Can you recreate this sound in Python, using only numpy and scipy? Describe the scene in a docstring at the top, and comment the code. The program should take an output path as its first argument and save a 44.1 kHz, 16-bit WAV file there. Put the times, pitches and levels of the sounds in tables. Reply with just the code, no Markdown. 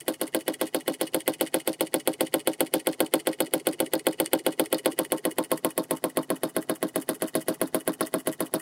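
"""A bright steel clack over a woody thump comes about 7.6 times a second: a small solenoid engine on a table.
Each turn the plunger's hard contacts ring steel modes, and knocks ring the acrylic frame, plate, table and stand.
Between slams, noise bursts rattle the rod and crank, the switch wiper ticks and loose parts buzz.
The microphone moves in over the first seconds, then draws back from 4.4 s; wooden boards and a room reflect."""
import sys
import numpy as np
from scipy import signal
from scipy.fft import rfft, irfft
from scipy.io import wavfile

SR = 44100
rng = np.random.default_rng(int(sys.argv[2]) if len(sys.argv) > 2 else 0)


def unload_wav(signal):
    """Save mono or channel-first audio to the path in sys.argv[1] as 16-bit WAV at rate SR, clipped to [-1, 1]."""
    wavfile.write(
        sys.argv[1],
        SR,
        np.round(np.clip(np.atleast_2d(signal).T, -1, 1) * 32767).astype(np.int16),
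    )


N = 379701  # length in samples


def undb(db):
    """Decibels to amplitude gain."""
    return 10 ** (np.asarray(db) / 20)


def butter(x, hz, kind, order=2):
    """Butterworth low- or high-pass."""
    return signal.sosfilt(signal.butter(order, min(hz, .45 * SR), kind, fs=SR, output="sos"), x)


def convolve(x, response):
    """Pass a sound through an impulse response."""
    return signal.fftconvolve(x, response)[:N]


def fade(t60):
    """Times and envelope of an exponential decay that falls 60 dB in t60 seconds."""
    t = np.arange(int(2 * t60 * SR) + 2) / SR
    return t, np.exp(-np.log(1000) * t / t60)


def curve(rows):
    """Rows (s, value) joined by straight lines, one value a sample."""
    return np.interp(np.arange(N) / SR, *np.transpose(rows))


def taps(times, db, scatter_s, scatter_db):
    """One impulse a turn, never quite alike in moment or size."""
    chance = rng.standard_normal((len(times), 2))
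    at = np.round((times + scatter_s * chance[:, 0]) * SR).astype(int)
    gain = undb(db + scatter_db * chance[:, 1])
    inside = (at >= 0) & (at < N)
    return np.bincount(at[inside], gain[inside], N)


def ring(drive, modes, place):
    """Decaying sines of alternating sign, with levels blended between two listening places by place 0..1."""
    responses = np.zeros((2, SR))
    for k, (hz, t60, first_db, second_db) in enumerate(modes):
        t, envelope = fade(min(t60, .15))  # no mode rings longer than 0.15 s
        mode = (-1) ** k * envelope * np.sin(2 * np.pi * hz * t)
        responses[:, :len(t)] += undb([[first_db], [second_db]]) * mode
    first = convolve(drive, responses[0])
    second = convolve(drive, responses[1])
    return (1 - place) * first + place * second


def per_turn(times, rows, spread_db):
    """Levels of each turn: every column of a slow curve, plus a little chance."""
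    at, *columns = np.transpose(rows)
    chance = rng.standard_normal((len(times), len(columns))).T
    return [np.interp(times, at, db) + spread * luck for db, spread, luck in zip(columns, spread_db, chance)]


# flywheel speed, one plunger slam a turn: start_s [s], speed [turns/s]
FLYWHEEL_SPEED = [(0.0, 7.521), (0.8, 7.515), (1.6, 7.552), (2.0, 7.497), (2.8, 7.567), (3.0, 7.465),
                  (3.4, 7.531), (4.0, 7.53), (5.0, 7.66), (5.2, 7.553), (5.6, 7.633), (6.8, 7.615),
                  (7.8, 7.636), (8.6, 7.48)]


def slam_times(first_slam_s=.0811):
    """The plunger lands whenever the flywheel completes a turn; it is already spinning at the start."""
    t = np.arange(-SR // 4, N) / SR
    turns = np.cumsum(np.interp(t, *np.transpose(FLYWHEEL_SPEED))) / SR
    turns -= np.interp(first_slam_s, t, turns)
    return t[np.searchsorted(turns, np.arange(-1, turns[-1]))]


# microphone place: start_s [s], retreat [0 close .. 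1 drawn back]
MICROPHONE_RETREAT = [(0, 0.43), (1.5, 0.012), (2.5, 0), (4.398, 0), (5.0, 0.31), (5.6, 0.75), (6.5, 0.94),
                      (8.6, 1)]


def microphone_retreat():
    """Microphone place at every sample, which blends the close and far colour of each part."""
    return np.clip(curve(MICROPHONE_RETREAT), 0, 1)


# strength of the stroke, building over time: start_s [s], thump_db [dB], click_db [dB]
STROKE_STRENGTH = [(0, -3.5, -5), (.7, -1.9, -5.5), (1.6, -2.75, -3.5), (2.5, -1.55, -3.5), (4.4, -1.5, -2),
                   (5.7, -0.8, -1.5), (6.3, -1.2, -2.5), (7.3, -1.05, -0.5), (8.6, -0.6, -0.5)]


def stroke_levels(times):
    """Frame thump and steel click of each turn, uneven from stroke to stroke."""
    return per_turn(times, STROKE_STRENGTH, spread_db=[0.54, 1.1])


RATTLE_SPREAD_DB = 1.3  # turn-to-turn spread of slack joints and of loose parts

# rattle of the slack rod and crank joints: start_s [s], level_db [dB]
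JOINT_SLACK = [(0, -6.5), (1.1, -3), (2.8, -4.5), (4.4, -4), (5.5, -6), (6.4, -9.5), (7.2, -4.5), (8.6, -6)]


def rattle_levels(times):
    """How hard the slack joints rattle in each turn."""
    return per_turn(times, JOINT_SLACK, [RATTLE_SPREAD_DB])[0]


# bright buzz of loose metal parts: start_s [s], level_db [dB]
METAL_LOOSENESS = [(0, 7.5), (1.5, 6.5), (4.3, 2.5), (5.4, 2.5), (6.6, 0.5), (7.5, 5.5), (8.1, 2.5),
                   (8.6, 6.5)]


def loose_levels(times):
    """How strongly the loose metal parts buzz in each turn."""
    return per_turn(times, METAL_LOOSENESS, [RATTLE_SPREAD_DB])[0]


# spectral shape of the quiet room: pitch_hz [Hz], density_db [relative dB per Hz]
ROOM_SPECTRUM = [(25, -34), (60, -20), (150, 5.5), (350, -26), (700, -3.5), (1200, -15), (2500, -23),
                 (6000, -20.5), (11000, -26.5), (13000, -37)]


def room_tone(level_db=-60):
    """Faint steady hush: random noise shaped to the room's spectrum."""
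    hz, db = np.transpose(ROOM_SPECTRUM)
    bins = np.maximum(np.arange(N // 2 + 1) * SR / N, 1)
    shape = undb(np.interp(np.log(bins), np.log(hz), db))
    hush = irfft(rfft(rng.standard_normal(N)) * shape, N)
    return hush / hush.std() * undb(level_db)


def echo(x, db, t60, gap_s, dull_hz):
    """Dense reflections, a fading noise response, arrive after a short gap and lose treble."""
    t, envelope = fade(t60)
    tail = envelope * rng.standard_normal(len(t)) * (t > gap_s)
    tail /= np.sqrt(np.sum(tail ** 2))
    return undb(db) * convolve(x, butter(tail, dull_hz, "low", order=1))


def buzz(times, turn_db, db, t60, low_hz, high_hz, grain_db):
    """Loose parts chatter on after each slam: band-passed noise in coarse grains, different every turn."""
    shake = convolve(taps(times + 0.0022, turn_db + db, scatter_s=0.00046, scatter_db=0.6), fade(t60)[1])
    # each grain holds its random level for 88 samples
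    grains = undb(grain_db * np.repeat(rng.standard_normal(N // 88 + 1), 88)[:N])
    chatter = butter(grains * rng.standard_normal(N), low_hz, "high", order=4)
    chatter = butter(chatter, high_hz, "low", order=4)
    return shake * chatter / chatter.std()


# table top modes: pitch_hz [Hz], t60_s [s, held to 0.15 at most], close_db [dB], drawn_back_db [dB]
TABLE_MODES = [(136.5, 0.048, -33, -30), (174, 0.055, -27, -27.5), (179.4, .25, -49.5, -41)]


def table(times, db, retreat, landing_s=0.02158, build_s=1.15):
    """The rocking frame drops back on its legs and thuds on the table top, lightly in the first turns."""
    build = np.minimum(np.arange(N) / SR / build_s, 1) ** 2
    thuds = taps(times + landing_s, db, scatter_s=0.0011, scatter_db=0.5) * build
    return ring(butter(thuds, 110, "high", order=3), TABLE_MODES, retreat)


# how squarely the microphone faces the base plate: start_s [s], facing [0 oblique .. 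1 square]
PLATE_FACING = [(0, 0.2), (4.7, 0.073), (5.4, 1), (6.1, 1), (6.6, 0.028), (8.6, 0.03)]
# base plate modes, radiating unevenly: pitch_hz [Hz], t60_s [s], oblique_db [dB], square_db [dB]
PLATE_MODES = [(495, 0.13, -61, -28.5), (902, 0.083, -39, -24.5), (1038, .05, -43, -24.5),
               (1080, 0.12, -68, -33), (1598, 0.04, -31.5, -63)]


def plate(times, db, rocking_s=.025, rocking_db=-11):
    """The slam and the rocking after it ring the base plate; its colour depends on the listening direction."""
    slams = taps(times + 0.001957, db, scatter_s=.00005, scatter_db=2.5)
    rocking = taps(times + rocking_s, db + rocking_db, scatter_s=0.00042, scatter_db=2)
    return ring(slams + rocking, PLATE_MODES, np.clip(curve(PLATE_FACING), 0, 1))


# crank pin knock, coming and going with the bearing's play: start_s [s], level_db [dB]
CRANK_PIN_PLAY = [(0, -18.5), (2.2, -18), (3.0, -18), (3.6, -9.5), (4.3, -11), (5.2, -8.5), (5.7, -18.5),
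                  (6.6, -25), (7.1, -14), (7.8, -22), (8.6, -20)]
# flywheel stand modes: pitch_hz [Hz], t60_s [s], close_db [dB], drawn_back_db [dB]
STAND_MODES = [(337, 0.077, -31.5, -30.5), (424, 0.043, -27, -29), (1920, 0.018, -39.5, -38),
               (2070, 0.019, -33, -58)]


def crank(times, retreat, dead_centre_s=0.067, rebound_s=.0735, rebound_hz=600):
    """At the far dead centre the pin crosses its play and knocks the flywheel stand, then rebounds softly."""
    knocks = taps(times + dead_centre_s, 0, scatter_s=0.00065, scatter_db=4)
    rebounds = taps(times + rebound_s, 0.71, scatter_s=0.0008, scatter_db=3)
    rebounds = butter(rebounds, rebound_hz, "low")
    force = (knocks + rebounds) * undb(curve(CRANK_PIN_PLAY))
    return ring(butter(force, 200, "high"), STAND_MODES, retreat)


# the springy switch wiper meets and leaves its cam: start_s [s after the slam], level_db [dB]
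WIPER_CONTACTS = [(-.0257, -27), (-.0103, -9.5), (0.0176, 1), (0.0427, -9.5), (0.0512, -35)]
# switch wiper modes: pitch_hz [Hz], t60_s [s], close_db [dB], drawn_back_db [dB]
WIPER_MODES = [(3697, 0.041, -45, -41.5), (4360, 0.036, -40, -42.5), (4775, 0.049, -48, -51),
               (4946, 0.039, -43.5, -47.5), (7060, 0.0014, -33, -48), (13550, 0.00051, -20, -38)]


def wiper(times, db, retreat):
    """The switch spring ticks against its cam and sings briefly."""
    force = 0
    for delay, tick_db in WIPER_CONTACTS:
        force = force + taps(times + delay, db + tick_db, scatter_s=0.00028, scatter_db=4)
    return ring(force, WIPER_MODES, retreat)


# slack joints scrape in every turn:
# start_s [s after the slam], level_db [dB], t60_s [s], treble_db [dB, gain of the grit's bright part]
JOINT_SCRAPES = [(-.027, -55, 0.05, 1), (-.0185, -38.5, 0.08, -35), (-.0103, -30.5, 0.065, -31),
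                 (-.003, -25.5, 0.046, -11), (.006, -50, 0.18, 0), (0.016, -37, 0.053, -12),
                 (0.0424, -61.5, .06, 20.5), (0.054, -46, 0.038, 11), (0.0592, -31.5, 0.053, 0.5),
                 (0.07, -69, 0.034, 27)]
# rod and crank modes: pitch_hz [Hz], t60_s [s], close_db [dB], drawn_back_db [dB]
LINKAGE_MODES = [(1938, 0.018, -21, -22), (2227, 0.017, -24.5, -34), (2510, 0.025, -29.5, -33),
                 (2937, 0.024, -21.5, -26), (3370, 0.007, -22, -28.5), (4460, 0.0043, -18.5, -30.5),
                 (8710, 0.0014, -6.5, -6.5), (9450, 0.0041, -10.5, -11), (10740, 0.002, -15, -8.5),
                 (15300, 0.0021, -27, -17.5)]


def linkage(times, db, retreat, grain_db=4):
    """Gritty bursts of sliding and rattling contact ring the rod and crank."""
    force = 0
    for delay, scrape_db, t60, treble_db in JOINT_SCRAPES:
        starts = taps(times + delay, db + scrape_db, scatter_s=0.00072, scatter_db=1.0)
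        pressure = convolve(starts, fade(t60)[1])
        # each grain holds its random level for 20 samples
        grains = undb(grain_db * np.repeat(rng.standard_normal(N // 20 + 1), 20)[:N])
        grit = rng.standard_normal(N) * grains
        grit /= grit.std()
        dull = butter(grit, 2200, "low", order=1)
        force = force + pressure * (dull + undb(treble_db) * (grit - dull))
    return ring(force, LINKAGE_MODES, retreat)


# pushes on the frame (coil pull, slam, rocking, far dead centre):
# start_s [s after the slam], level_db [dB], hardness_hz [Hz, higher is harder]
FRAME_KNOCKS = [(-.019, -24, 720), (-.0105, -24, 1250), (-.006, -34, 468), (0, 1, 40000), (.00121, 3, 253),
                (.00785, -4.5, 557), (0.0169, 5.5, 206), (0.021, -15, 981), (0.0268, -1, 300),
                (0.037, -23, 1516), (0.063, -38.5, 500), (0.078, -31.5, 700)]
# acrylic frame modes: pitch_hz [Hz], t60_s [s], close_db [dB], drawn_back_db [dB]
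FRAME_MODES = [(165, 0.045, -48, -21), (198, 0.034, -22, -17.5), (236.2, 0.022, -14.5, -12),
               (264.9, 0.12, -18, -17), (317.7, 0.08, -19.5, -23.5), (421.8, 0.059, -12, -13.5),
               (423.7, 0.095, -17, -19), (529.1, 0.081, -18, -24.5), (574.2, 0.11, -27, -38.5),
               (639.3, 0.1, -25.5, -22), (771, 0.11, -28, -56), (860, 0.0082, -10, -21.5),
               (907.6, 0.074, -21.5, -36.5), (1057, 0.088, -37.5, -32), (1105, 0.022, -25, -26.5),
               (1432, 0.0089, -20.5, -69), (1550, 0.011, -19.5, -25), (2012, 0.01, -14.5, -18),
               (2022, 0.014, -19, -24), (2166, 0.0088, -24.5, -39), (2716, 0.0079, -25.5, -36),
               (2936, 0.0088, -22, -34.5), (3435, 0.0083, -16.5, -26.5), (4400, 0.014, -23.5, -30)]


def frame(times, db, retreat):
    """The slam and the softer pushes around it ring the acrylic plates; softer contact means duller force."""
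    force = 0
    for delay, knock_db, hardness_hz in FRAME_KNOCKS:
        pole = np.exp(-2 * np.pi * hardness_hz / SR)
        # knocks further from the slam are less regular
        scatter_db = min(0.82 + 35 * abs(delay), 2)
        blow = taps(times + delay, db + knock_db, 0.0061 * abs(delay), scatter_db)
        force = force + signal.lfilter([(1 - pole) ** 2], [1, -2 * pole, pole ** 2], blow)
    # so small a plate radiates little bass
    return ring(butter(force, 188, "high", order=3), FRAME_MODES, retreat)


# the plunger chatters, rebounds and lands again, steel on steel: start_s [s after the slam], level_db [dB]
PLUNGER_CONTACTS = [(0, 1), (.00024, 6), (.00061, 3), (.00102, -2), (.0016, -8), (.0045, -15), (.005, -2),
                    (.0056, -29)]
# plunger and coil yoke modes: pitch_hz [Hz], t60_s [s], close_db [dB], drawn_back_db [dB]
STEEL_MODES = [(8200, 0.0032, -16, -30.5), (8680, 0.0087, -19.5, -30.5), (9430, 0.0029, -16.5, -21),
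               (10626, 0.0084, -18.5, -21), (11660, 0.005, -19, -32.5), (12100, 0.0046, -33, -38),
               (13100, 0.003, -19, -24.5), (14200, 0.0032, -32, -29), (15300, 0.013, -30, -31.5)]


def plunger(times, db, retreat):
    """A few hard contacts in quick succession ring the steel: the bright edge of the clack."""
    force = 0
    for delay, contact_db in PLUNGER_CONTACTS:
        force = force + taps(times + delay, db + contact_db, scatter_s=.000006, scatter_db=.5)
    return butter(ring(force, STEEL_MODES, retreat), 8940, "high", order=4)


def scene():
    """The running engine, the boards around it and the room."""
    times = slam_times()
    thump_db, click_db = stroke_levels(times)
    rattle_db = rattle_levels(times)
    loose_db = loose_levels(times)
    retreat = microphone_retreat()

    body = table(times, thump_db, retreat) + plate(times, thump_db)
    body = body + crank(times, retreat) + frame(times, thump_db, retreat)
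    metal = wiper(times, thump_db, retreat) + linkage(times, rattle_db, retreat)
    metal = metal + plunger(times, click_db, retreat)

    panels = buzz(times, thump_db, db=-37, t60=0.17, low_hz=570, high_hz=1304, grain_db=4.0)
    panels = undb(4.1 * retreat) * panels  # stronger from further back
    screws = buzz(times, thump_db + loose_db, db=-45, t60=0.15, low_hz=2980, high_hz=4840, grain_db=4.5)
    yoke = buzz(times, click_db + loose_db, db=-38, t60=0.08, low_hz=9200, high_hz=13000, grain_db=2.5)

    engine = body + metal + panels + screws + yoke
    boards = echo(butter(body, 1390, "high"), db=-2, t60=0.03, gap_s=0.00072, dull_hz=6100)
    room = echo(engine, db=-18, t60=.09, gap_s=.01, dull_hz=2600)
    return (engine + boards + room + room_tone())[None]


def record(dry, headroom=.7, top_hz=16000):
    """The recorder rounds the sharpest peaks and cuts the top."""
    rounded = headroom * np.tanh(dry / headroom)
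    return signal.sosfilt(signal.ellip(8, .2, 80, top_hz, fs=SR, output="sos"), rounded)


dry = scene()
out = record(dry)
unload_wav(out)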